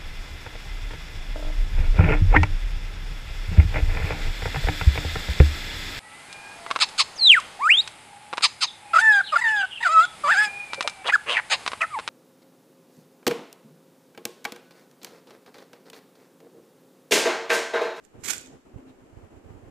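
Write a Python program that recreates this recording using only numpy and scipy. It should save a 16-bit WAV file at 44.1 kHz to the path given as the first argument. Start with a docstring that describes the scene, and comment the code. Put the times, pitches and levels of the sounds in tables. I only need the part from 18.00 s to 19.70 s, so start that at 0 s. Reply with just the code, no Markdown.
"""A pinch of small hard chips dropped onto a plastic tray of chips, in a small room.
The microphone is a hand-held phone, its right port close to the tray; the left port hears mostly room.
Each chip cracks, pings, rattles its neighbours and rings the tray briefly. The moving hand rubs and
bumps the phone, and a low hollow note swells now and then over faint room tone."""
import sys
import numpy as np
from scipy import signal
from scipy.fft import rfft, irfft
from scipy.io import wavfile
from scipy.ndimage import uniform_filter1d

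SR = 44100
rng = np.random.default_rng(int(sys.argv[2]) if len(sys.argv) > 2 else 0)


def master(y):
    """Save y as 16-bit WAV."""
    cut = np.clip(np.atleast_2d(y).T, -1, 1)
    pcm = np.round(cut * 32767)  # scale
    wavfile.write(sys.argv[1], SR, pcm.astype(np.int16))


N = 74970


def chip(ring_db, ping_db, size=4096, ping_hz=7110, ping_rise_s=0.00023):
    """One chip lands: a crack, its own ping, rattling neighbours, and tray modes set by where it hits."""
    # modes of the plastic tray: pitch_hz, relative_db, t60_s
    tray_modes = [(1452, -2, 0.053), (1620, -3.5, 0.018), (1750, -1.5, 0.02), (2052, -5, 0.079),
                  (2304, 6, .018), (2484, -5, 0.021), (2870, -3, 0.0065), (3514, 1, 0.022),
                  (5420, -3.5, 0.043), (5950, -8, 0.042), (6554, -2, 0.087), (6600, -18, 0.044),
                  (7600, -6.5, 0.042), (7676, -12, 0.044)]
    t = np.arange(size) / SR
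    hz, db, t60 = np.array(tray_modes).T[:, :, None]
    place, detune = rng.standard_normal((2, len(tray_modes), 1))
    modes = np.sin(2 * np.pi * hz * (1 + 0.0097 * detune) * t) * fade(t, t60)
    ring = unit(np.sum(place * undb(db) * modes, axis=0))
    crack = unit(rng.standard_normal(size) * t * fade(t, t60=0.0084))
    rattle = unit(rng.standard_normal(size) * fade(t, t60=0.026))
    pitch_hz = ping_hz * (1 + 0.055 * rng.standard_normal())
    ping = unit(np.sin(2 * np.pi * pitch_hz * t) * t * np.exp(-t / ping_rise_s))
    return crack + undb(ping_db - 8) * ping + undb(-3.5) * rattle + undb(ring_db - 4.5) * ring


def falling_chips(count=110):
    """A few chips strike clearly within a shower of lesser ones that swells fast and settles."""
    # clearest impacts, all levels relative: start_s, level_db, tray_ring_db, chip_ping_db
    impacts = [(.0500, -29, -11, 5.5), (.2358, -14.5, 3.5, -9), (.2395, -22, 6, 12), (.2464, -10, -4, 4.5),
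               (.2495, -9, 0.5, 2.5), (.2578, -9, -17, 8), (.2606, -6, 0, -3), (.2672, -19, -17, 1),
               (.2797, -12.5, 5, 0), (.2812, -4.5, 0, -8), (.2839, -3, -9, -3), (.2851, -2, -0.5, -9),
               (.2875, -4, 3, -1), (.2970, -1.5, -0.5, 3), (.3006, 2.5, -20, -1), (.3036, 1.5, 3.5, 3),
               (.3056, -0.5, -1, 3), (.3074, 3.5, -6.5, -0.5), (.3096, 2.5, -7, -1.5),
               (.3148, -2.5, -13.5, -11), (.3325, -7, 8.5, 1), (.3341, -5, 3.5, -21), (0.3681, -17, -6, -2),
               (.3814, -20, -3, 17.5), (.3963, -32, -20, 4), (.4141, -27, -4, 7), (.4598, -25.5, 7.5, 4),
               (.4722, -29, -5, 7)]
    start_s, peak_s, end_s = 0.238, 0.293, 0.49
    swell_db_per_s, settle_db_per_s = 172, 185
    out = np.zeros(N)
    for at, db, ring_db, ping_db in impacts:
        add(out, at, undb(db) * chip(ring_db, ping_db))
    for k in range(count):
        at = start_s + (end_s - start_s) * (k + rng.random()) / count
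        below_peak_db = max(swell_db_per_s * (peak_s - at), settle_db_per_s * (at - peak_s))
        db = -5 - below_peak_db + 2 * rng.standard_normal()
        add(out, at, undb(db) * chip(ring_db=-15.5, ping_db=-5.5))
    return undb(-5.5) * out


def rustle(t):
    """Chips stirred by the fingers slide over each other with a faint, grainy hiss."""
    # stirs of the chips: centre_s, level_db, half_length_s
    stirs = [(0.05, -63, .022), (0.244, -56, 0.037)]
    grain = undb(3 * walk(rate_hz=570))
    return swells(t, stirs) * grain * rng.standard_normal(N)


def direct_sound(clatter):
    """The clatter arrives full at the near right port and weak at the shaded left one."""
    # tone of the direct path to each port: frequency_hz, gain_db
    shaded_tone = [(150, -10), (400, -9), (800, -8.5), (1500, -8), (2600, 3), (4500, 4), (6500, -2.5),
                   (9000, -6), (13000, -29)]
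    near_tone = [(40, -30), (130, 0.5), (300, -6.5), (700, -3), (1100, -2.5), (1600, 4.5), (2100, 3.5),
                 (2800, 2.5), (4500, 0), (6000, 2.5), (7000, 0), (9000, 1), (14000, -5.5)]
    return np.array([undb(-15.5) * colour(clatter, shaded_tone), colour(clatter, near_tone)])


def room(clatter, treble_hz=8500, build_s=0.0027):
    """The small room's diffuse tail, unrelated at the two ports; the treble dies slightly sooner."""
    # tone of the room at each port: frequency_hz, gain_db
    left_tone = [(150, -23), (400, -6.5), (900, -10.5), (1500, 1), (3000, 1), (6000, -2), (9000, -13.5),
                 (13000, -18.5)]
    right_tone = [(150, -22), (400, 0), (900, -5.5), (1500, 0), (3000, 1.5), (6000, -4), (9000, -6),
                  (13000, -20)]
    t = np.arange(N) / SR
    echoes = rng.standard_normal((2, N))
    low = signal.sosfiltfilt(signal.butter(2, treble_hz, fs=SR, output="sos"), echoes)
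    decay = low * fade(t, t60=0.45) + (echoes - low) * fade(t, t60=0.43)
    tail = unit(decay * (1 - np.exp(-t / build_s)))
    left, right = signal.fftconvolve(clatter[None], tail, axes=1)[:, :N]
    return undb(-9.5) * np.array([colour(left, left_tone), colour(right, right_tone)])


def finger_bumps(t, case_hz=100.4, roughness=0.64):
    """Fingers bump the phone by the right port: a short, dull swing of the case and a drag of skin."""
    # soft bumps on the case: start_s, relative_db, length_s
    touches = [(0.139, -46, 0.027), (0.181, -38.5, 0.017), (.228, -38.5, 0.0067), (.370, -47.5, 0.023),
               (.485, -54, 0.011), (0.525, -45, 0.021), (.739, -37, 0.01), (0.758, -29.5, 0.013),
               (1.015, -48.5, 0.024), (1.125, -44.5, 0.018), (1.169, -36.5, 0.014), (1.226, -40, 0.027),
               (1.33, -44, 0.021), (1.364, -42, 0.019), (1.438, -40, 0.031), (1.489, -40, 0.05),
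               (1.538, -39.5, 0.033), (1.625, -42, 0.027), (1.659, -41.5, 0.033)]
    # spectrum of the dragging skin: frequency_hz, gain_db
    skin_tone = [(20, -25), (50, 3), (95, -4), (140, -0.5), (200, -8.5), (500, -20.5), (1500, -40),
                 (5000, -78)]
    out = np.zeros(N)
    for at, db, length in touches:
        push = t * np.exp(-2 * (t / length) ** 2)
        pitch_hz = case_hz * undb(1.27 * rng.standard_normal())  # scatters by about 15 %
        swing = unit(np.sin(2 * np.pi * pitch_hz * t) * push)
        drag = unit(colour(push * rng.standard_normal(N), skin_tone))
        add(out, at, undb(db - 3) * np.sqrt(length * SR) * unit(swing + roughness * drag))
    return np.array([undb(-27.5) * out, out])


def hand_rubbing(t):
    """Skin drags unevenly over the case, catching at each port on its own, and once scrapes it."""
    # strength of the rubbing: time_s, relative_db
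    strength = [(0, -61.5), (.118, -62), (.15, -50), (.278, -50), (.30, -47.5), (.434, -54.5),
                (.548, -48.5), (.58, -56.5), (.642, -71), (.656, -54.5), (.728, -55.5), (.742, -51),
                (.898, -52.5), (.956, -56), (1.018, -54), (1.15, -55), (1.174, -48), (1.21, -53.5),
                (1.243, -48), (1.285, -54), (1.37, -51.5), (1.428, -58), (1.448, -49), (1.60, -51.5),
                (1.7, -51.5)]
    # one faint scrape as the hand moves on: centre_s, relative_db, half_length_s
    scrapes = [(0.895, -50.5, 0.019)]
    # spectra of the rub through the case, the rub at each port, and the scrape: frequency_hz, gain_db
    case_tone = [(40, -25), (150, -8.5), (230, 1), (330, 0.5), (480, -7.5), (700, -25.5), (1200, -20.5),
                 (4000, -51.5)]
    left_tone = [(30, -19), (150, -16.5), (340, 0.5), (600, -6), (1000, -11), (1600, -19), (3000, -24.5),
                 (3500, -34), (7000, -39.5), (14000, -46.5)]
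    right_tone = [(25, -13), (50, -3), (115, 3.5), (220, -14), (450, -4.5), (780, -6), (1200, -19.5),
                  (3000, -24), (3500, -35), (8000, -36.5), (14000, -49.5)]
    scrape_tone = [(1000, -24), (2700, -4), (3300, -9), (3850, -3), (4600, -14), (12000, -25)]
    db = np.interp(t, *np.array(strength).T) + 16 + walk(rate_hz=59.55)
    at_ports = np.array([noise(tone) * undb(walk(rate_hz=90)) for tone in (left_tone, right_tone)])
    rub = undb(db) * (noise(case_tone) + at_ports)
    scrape = swells(t, scrapes) * np.array([noise(scrape_tone), noise(scrape_tone)])
    return rub + scrape


def hollow_note(t, pitch_hz=261):
    """A low, slightly wavering note swells and fades, alike at both ports."""
    # swells of the note: centre_s, level_db, half_length_s
    note_swells = [(0.51, -52, 0.071), (0.8, -53.5, 0.041), (0.879, -52, 0.054), (1.025, -57.5, 0.043)]
    wavering_hz = pitch_hz * (1 + 0.0037 * walk(rate_hz=25))
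    return swells(t, note_swells) * np.sqrt(2) * np.sin(2 * np.pi * np.cumsum(wavering_hz) / SR)


def room_tone(level_db=-62.5):
    """The faint, steady hush of the still room, unrelated at the two ports."""
    # spectrum of the still room: frequency_hz, gain_db
    air_tone = [(30, -2), (130, -15.5), (280, -3), (420, -3.5), (800, -15.5), (1600, -14.5), (4000, -26),
                (9000, -30.5), (14000, -34.5)]
    return undb(level_db) * np.sqrt(N) * unit(np.array([noise(air_tone), noise(air_tone)]))


def undb(db):
    """Decibels to gain."""
    return 10 ** (np.asarray(db) / 20)


def unit(x):
    """Scale to an energy of one."""
    return x / np.sqrt(np.sum(x ** 2, axis=-1, keepdims=True))


def fade(t, t60):
    """Exponential decay, 60 dB down after t60 seconds."""
    return np.exp(-np.log(1000) * t / t60)


def colour(x, points):
    """Minimum-phase filter through (frequency_hz, gain_db) points."""
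    size = 2 * N
    hz, db = np.array(points).T
    bins_hz = np.maximum(np.fft.rfftfreq(size, 1 / SR), 1)
    gain = undb(np.interp(np.log(bins_hz), np.log(hz), db))
    cepstrum = irfft(np.log(gain))
    cepstrum[1:N] *= 2  # folding onto positive time makes the filter causal
    cepstrum[N + 1:] = 0
    return irfft(rfft(x, size) * np.exp(rfft(cepstrum)))[..., :N]


def noise(points):
    """White noise coloured by (frequency_hz, gain_db) points."""
    return colour(rng.standard_normal(N), points)


def walk(rate_hz):
    """Smooth random wander with a spread of one."""
    hold = int(SR / rate_hz)
    steps = np.repeat(rng.standard_normal(N // hold + 1), hold)
    wander = uniform_filter1d(steps, hold)[:N]
    return wander / wander.std()


def swells(t, rows):
    """Bell-shaped swells from (centre_s, level_db, half_length_s) rows."""
    return sum(undb(db) * np.exp(-((t - at) / half) ** 2) for at, db, half in rows)


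def add(out, at_s, x):
    """Mix x into out from a given time."""
    i = int(np.clip(at_s * SR, 0, N - 1))
    out[i:i + len(x)] += x[:N - i]


def scene():
    """Close clatter, its room tail, handling noise and background at the left and right ports."""
    t = np.arange(N) / SR
    clatter = falling_chips() + rustle(t)
    air = room_tone()
    chips_in_room = direct_sound(clatter) + room(clatter)
    handling = finger_bumps(t) + hand_rubbing(t)
    return chips_in_room + handling + hollow_note(t) + air


def record(dry):
    """The phone's microphone: the right port resonates in the treble, and both sides lose the top."""
    port_hz, port_width_hz, top_hz = 7330, 1050, 14350
    left, right = dry
    resonance = signal.lfilter(*signal.iirpeak(port_hz, port_hz / port_width_hz, fs=SR), right)
    ports = np.array([left, right + undb(4) * resonance])
    return signal.sosfilt(signal.ellip(10, 0.2, 80, top_hz, fs=SR, output="sos"), ports)


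dry = scene()
out = record(dry)
master(out)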